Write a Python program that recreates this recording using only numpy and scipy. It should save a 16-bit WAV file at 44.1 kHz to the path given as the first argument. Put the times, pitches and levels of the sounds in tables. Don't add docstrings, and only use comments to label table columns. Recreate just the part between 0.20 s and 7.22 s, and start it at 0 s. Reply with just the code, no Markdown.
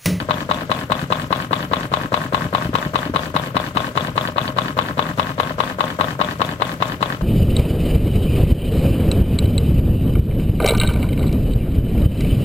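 import sys
import numpy as np
from scipy import signal
from scipy.fft import rfft, irfft
from scipy.io import wavfile
from scipy.ndimage import uniform_filter1d

SR = 44100
rng = np.random.default_rng(int(sys.argv[2]) if len(sys.argv) > 2 else 0)


def transcribe(signal):
    frames = np.atleast_2d(signal).T
    limited = np.clip(frames, -1, 1)
    pcm = np.round(limited * 32767).astype(np.int16)
    wavfile.write(sys.argv[1], SR, pcm)


N = 309582

# (time after the knock [s],
# cabinet level [dB], tub level [dB], tub pitch struck [Hz], rim level [dB], rim pitch struck [Hz])
TURN_BLOWS = [(-.0212, -21, -11.5, 540, -36, 3100), (-.0120, -14.5, -19, 1080, -30, 4100),
              (-.0045, -28.5, -20.5, 740, -33, 3280), (-.0002, -68, -5.5, 1102, -19.5, 3800),
              (.0085, -30, -28.5, 1300, -24, 3900), (.0240, -31, -17.5, 680, -21, 3300),
              (.0325, -21.5, -13.5, 605, -20, 3370), (.0480, -25.5, -24.5, 870, -33, 2550),
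              (.0620, -25.5, -19.5, 860, -31, 3260), (.0740, -22, -18.5, 1470, -21.5, 4630),
              (.0870, -26, -30, 795, -38, 3130), (.0965, -20.5, -21, 1760, -17, 4656),
              (.1070, -17.5, -16.5, 590, -36, 3050), (.1190, -24, -23.5, 1360, -33.5, 2930),
              (.1410, -27, -26.5, 790, -37, 2880)]
# (pitch [Hz], time to fade by 60 dB [s], level [dB])
CABINET_MODES = [(63, 0.32, -28), (80.2, 0.63, -6.5), (143, 0.082, -2), (175.5, 0.071, -3.5),
                 (175.6, 0.05, -7), (245.6, 0.11, -2), (289, 0.052, 2.5), (370, 0.027, 5)]
TUB_MODES = [(534, 0.034, -5.5), (611.5, 0.11, -9.5), (923, 0.042, -12.5), (1017, 0.023, -1.5),
             (1082, 0.053, -0.5), (1216, 0.046, -0.5), (1347, 0.05, -8), (1516, 0.022, 1), (1708, 0.017, 2),
             (1820, 0.08, -13.5), (1970, 0.019, -3.5), (2080, 0.03, -16)]
RIM_MODES = [(2290, 0.012, 1), (2582, 0.032, 3), (2967, 0.0094, 11.5), (3106, 0.075, -6), (3402, 0.02, 2.5),
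             (3560, 0.031, 0), (3840, 0.0088, 9), (4140, 0.0057, 6), (4516, 0.037, -8.5)]
# (time [s], level [dB], pitch struck [Hz])
TUB_BUMPS = [(0.826, -15, 166), (2.249, -13, 163), (2.452, -10, 163), (2.491, -13.5, 270),
             (2.662, -10, 164), (2.86, -15, 282), (2.896, -12.5, 272), (3.100, -24, 272)]
# (time after the knock [s], level [dB])
AIR_SWELL = [(0, -31.5), (0.017, -42.5), (.035, -38.5), (0.104, -38), (.130, -42), (0.171, -48.5),
             (0.196, -38.5), (.204, -40.5)]
# (pitch [Hz], relative level [dB])
HISS_WITH_CUTOFF = [(2500, 0), (4500, -3), (5400, -5), (8090, -6.5), (9460, -13), (12500, -7.5),
                    (15000, -13.5), (15850, -14), (16000, -40), (17000, -50)]
# (pitch [Hz], relative level [dB])
RATTLE_COLOUR = [(50, -52), (120, 12.5), (250, -9), (600, 7), (1100, 1.5), (2000, 3), (3400, -5.5),
                 (4500, -1), (5500, -46), (9000, -45), (16000, -60)]
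MOTOR_COLOUR = [(25, -31), (45, 5.5), (70, -1.5), (110, 9.5), (160, 10), (230, -6.5), (404, -7.5),
                (614, -3.5), (730, -16), (1420, -10), (2270, -17.5), (3710, -25), (5780, -74), (9000, -44),
                (16000, -65)]
# (pitch [Hz], likeness [0 to 1])
STEREO_LIKENESS = [(25, .95), (300, .95), (640, .85), (1000, .4), (1400, 0), (15000, 0)]
# (pitch [Hz], level [dB])
RIGHT_LEVEL = [(60, -3), (400, -2.5), (1300, -6), (2400, -7), (4400, -5), (8100, -5), (15000, -4)]

FIRST_KNOCK_S, TURN_S, QUICKER_S_PER_TURN, TURN_COUNT = -.0958, .2038, 1.1e-5, 36
TAP_FOCUS, KNOCK_FOCUS = (12.5, 9.1, 155), (7.4, 15.8, 5)
RIGHT_LAG_S = .0002


def knock_times():
    turn = np.arange(TURN_COUNT)
    return FIRST_KNOCK_S + turn * (TURN_S - QUICKER_S_PER_TURN * turn / 2)


def basket_blows(tap_drift_s=.0005, tap_waver_db=2.5, knock_waver_db=.06, cabinet_hz=192):
    after, cabinet_db, tub_db, tub_hz, rim_db, rim_hz = np.tile(TURN_BLOWS, (TURN_COUNT, 1)).T
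    chance = rng.standard_normal((TURN_COUNT, len(TURN_BLOWS), 4))
    chance = unit_level(uniform_filter1d(chance, 3, axis=0))
    chance = chance.reshape(-1, 4).T
    is_knock = abs(after) < .002
    drift = np.where(is_knock, 0, tap_drift_s) * chance[0]
    times = np.repeat(knock_times(), len(TURN_BLOWS)) + after + drift
    waver = np.where(is_knock, knock_waver_db * chance[1], tap_waver_db * chance[1:])
    cabinet_db, tub_db, rim_db = np.array([cabinet_db, tub_db, rim_db]) + waver
    right_db = np.where(is_knock, -46, -2)
    focus = np.where(is_knock[:, None], KNOCK_FOCUS, TAP_FOCUS).T
    cabinet_signs, tub_signs, rim_signs = push_directions(is_knock)
    cabinet = strike(CABINET_MODES, times, cabinet_db, cabinet_hz, focus[0], cabinet_signs)
    tub = strike(TUB_MODES, times, tub_db, tub_hz, focus[1], tub_signs, RIGHT_LAG_S, right_db)
    rim = strike(RIM_MODES, times, rim_db, rim_hz, focus[2], rim_signs, RIGHT_LAG_S, right_db)
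    return cabinet + tub + rim


def push_directions(is_knock):
    one_turn = rng.choice([-1., 1.], (len(TURN_BLOWS), len(TUB_MODES), 2))
    signs = np.tile(one_turn, (TURN_COUNT, 1, 1))
    signs[is_knock, :, 0] = 1
    alike = signs[..., [0, 0]]
    mode_hz = np.transpose(TUB_MODES)[0]
    tub = np.where(mode_hz[:, None] < 1000, alike, signs)
    alternating = (-1.) ** np.arange(len(TUB_MODES))
    tub[is_knock, :, 0] *= np.where(mode_hz > 1100, alternating, 1)
    rim = signs * np.where(is_knock[:, None, None], alternating[:, None], 1)
    return alike, tub, rim


def strike(modes, times, db, struck_hz, focus, signs, lag_s=RIGHT_LAG_S / 2, right_db=0):
    sound, pad = np.zeros((2, N + SR)), SR // 2
    for k, (hz, fade_s, mode_db) in enumerate(modes):
        level_db = db + mode_db - np.minimum(focus * abs(np.log2(hz / struck_hz)), 17)
        for side in range(2):
            at = np.round((times + side * lag_s) * SR).astype(int) + pad
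            pushes = gain_of(level_db + side * (right_db + look_up(RIGHT_LEVEL, hz))) * signs[:, k, side]
            sound[side] += ring(np.bincount(at, pushes, N + SR), hz, fade_s)
    band = signal.butter(3, [.7 * modes[0][0], 1.12 * modes[-1][0]], "bandpass", fs=SR, output="sos")
    return signal.sosfilt(band, sound)[:, pad:pad + N]


def ring(blows, hz, fade_s):
    decay, step = np.exp(-np.log(1000) / (fade_s * SR)), 2 * np.pi * hz / SR
    return signal.lfilter([0, decay * np.sin(step)], [1, -2 * decay * np.cos(step), decay ** 2], blows)


def tub_echoes(blows, left_right_db=(-10.5, -11), fade_s=.059, lowest_hz=860):
    t = np.arange(3000) / SR
    bounces = rng.choice([-1., 1.], (2, len(t))) * (rng.random((2, len(t))) < .06)
    bounces *= gain_of(-60 * t / fade_s)
    bounces *= (gain_of(left_right_db) / np.linalg.norm(bounces, axis=1))[:, None]
    treble = signal.sosfilt(signal.butter(2, lowest_hz, "highpass", fs=SR, output="sos"), blows[0])
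    return signal.oaconvolve(treble[None], bounces, axes=1)[:, :N]


def cabinet_bumps():
    times, db, hz = np.transpose(TUB_BUMPS)
    return strike(CABINET_MODES, times, db, hz, focus=43, signs=np.ones((len(times), len(CABINET_MODES), 2)))


def rub_strength(after, rub_db=-29.5, flare_db=-13.5, flare_fade_s=.036, early_s=.019, let_go_s=.12):
    letting_go = gain_of(-600 * np.maximum(after - let_go_s, 0))
    held = np.where(after > TURN_S - early_s, 1, letting_go)
    return gain_of(rub_db) * held + gain_of(flare_db - 60 * after / flare_fade_s)


def basket_rattle(ticks_per_s=3000, spread_db=3, repeat_share=.68, ringing_db=-3):
    after = since_knock()
    ticks = rng.choice([-1., 1.], (4, N))
    ticks *= gain_of(spread_db * np.minimum(rng.exponential(1, (4, N)), 3))
    ticks *= rng.random((4, N)) < ticks_per_s / SR
    repeating, fresh = ticks[:2, (after * SR).astype(int)], ticks[2:]
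    strength = rub_strength(after)
    scrape = (np.sqrt(repeat_share) * repeating + np.sqrt(1 - repeat_share) * fresh) * strength
    ringing = sum(gain_of(db) * ring(scrape, hz, fade_s) for hz, fade_s, db in TUB_MODES + RIM_MODES)
    rattle = unit_level(scrape) + gain_of(ringing_db) * unit_level(ringing)
    return np.sqrt(np.mean(strength ** 2)) * coloured(RATTLE_COLOUR, rattle)


def swept_air(patch_db=2, splash_db=1):
    hiss = coloured(HISS_WITH_CUTOFF, rng.standard_normal((2, N)))
    grid = signal.stft(hiss, nperseg=256, noverlap=192)[2]
    patches = uniform_filter1d(rng.standard_normal(grid.shape[1:]), 25, axis=0)
    patches = unit_level(uniform_filter1d(patches, 12, axis=1))
    hiss = signal.istft(grid * gain_of(patch_db * patches), nperseg=256, noverlap=192)[1][:, :N]
    splashes = splash_db * np.minimum(wobble(400) ** 2, 4)
    swell_db = np.interp(since_knock(), *np.transpose(AIR_SWELL))
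    return hiss * gain_of(swell_db + splashes)


def motor(rumble_db=-31.5, whine_hz=604, whine_db=-48):
    pitch = whine_hz * (1 + .00437 * wobble(4000))
    whine = np.sqrt(2) * gain_of(whine_db) * np.sin(2 * np.pi * np.cumsum(pitch) / SR)
    rumble = gain_of(rumble_db) * coloured(MOTOR_COLOUR, rng.standard_normal((2, N)))
    return rumble + whine * gain_of([[0], [-3]])


def since_knock():
    t, knocks = np.arange(N) / SR, knock_times()
    return t - knocks[np.searchsorted(knocks, t, "right") - 1]


def coloured(levels, noises):
    hz = np.fft.rfftfreq(N, 1 / SR)
    likeness = look_up(STEREO_LIKENESS, hz)
    left, other = rfft(noises)
    right = (likeness * left + np.sqrt(1 - likeness ** 2) * other) * gain_of(look_up(RIGHT_LEVEL, hz))
    pair = irfft(np.array([left, right]) * gain_of(look_up(levels, hz)), N)
    return pair / np.sqrt(np.mean(pair[0] ** 2))


def look_up(table, hz):
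    pitches, values = np.transpose(table)
    return np.interp(np.log(hz + 1), np.log(pitches + 1), values)


def wobble(samples):
    return unit_level(uniform_filter1d(rng.standard_normal(N), samples))


def unit_level(x):
    return x / np.sqrt(np.mean(x ** 2) + 1e-20)


def gain_of(db):
    return 10 ** (np.asarray(db) / 20)


def scene():
    blows = basket_blows()
    return blows + tub_echoes(blows) + cabinet_bumps() + basket_rattle() + swept_air() + motor()


def record(dry):
    thinned = signal.sosfilt(signal.butter(2, 45, "highpass", fs=SR, output="sos"), dry)
    rounded = thinned / (1 + (thinned / 1.05) ** 4) ** .25
    treble_cut = signal.firwin(511, 16480, window=("kaiser", 9), fs=SR)
    return signal.oaconvolve(rounded, treble_cut[None], "same")


dry = scene()
out = record(dry)
transcribe(out)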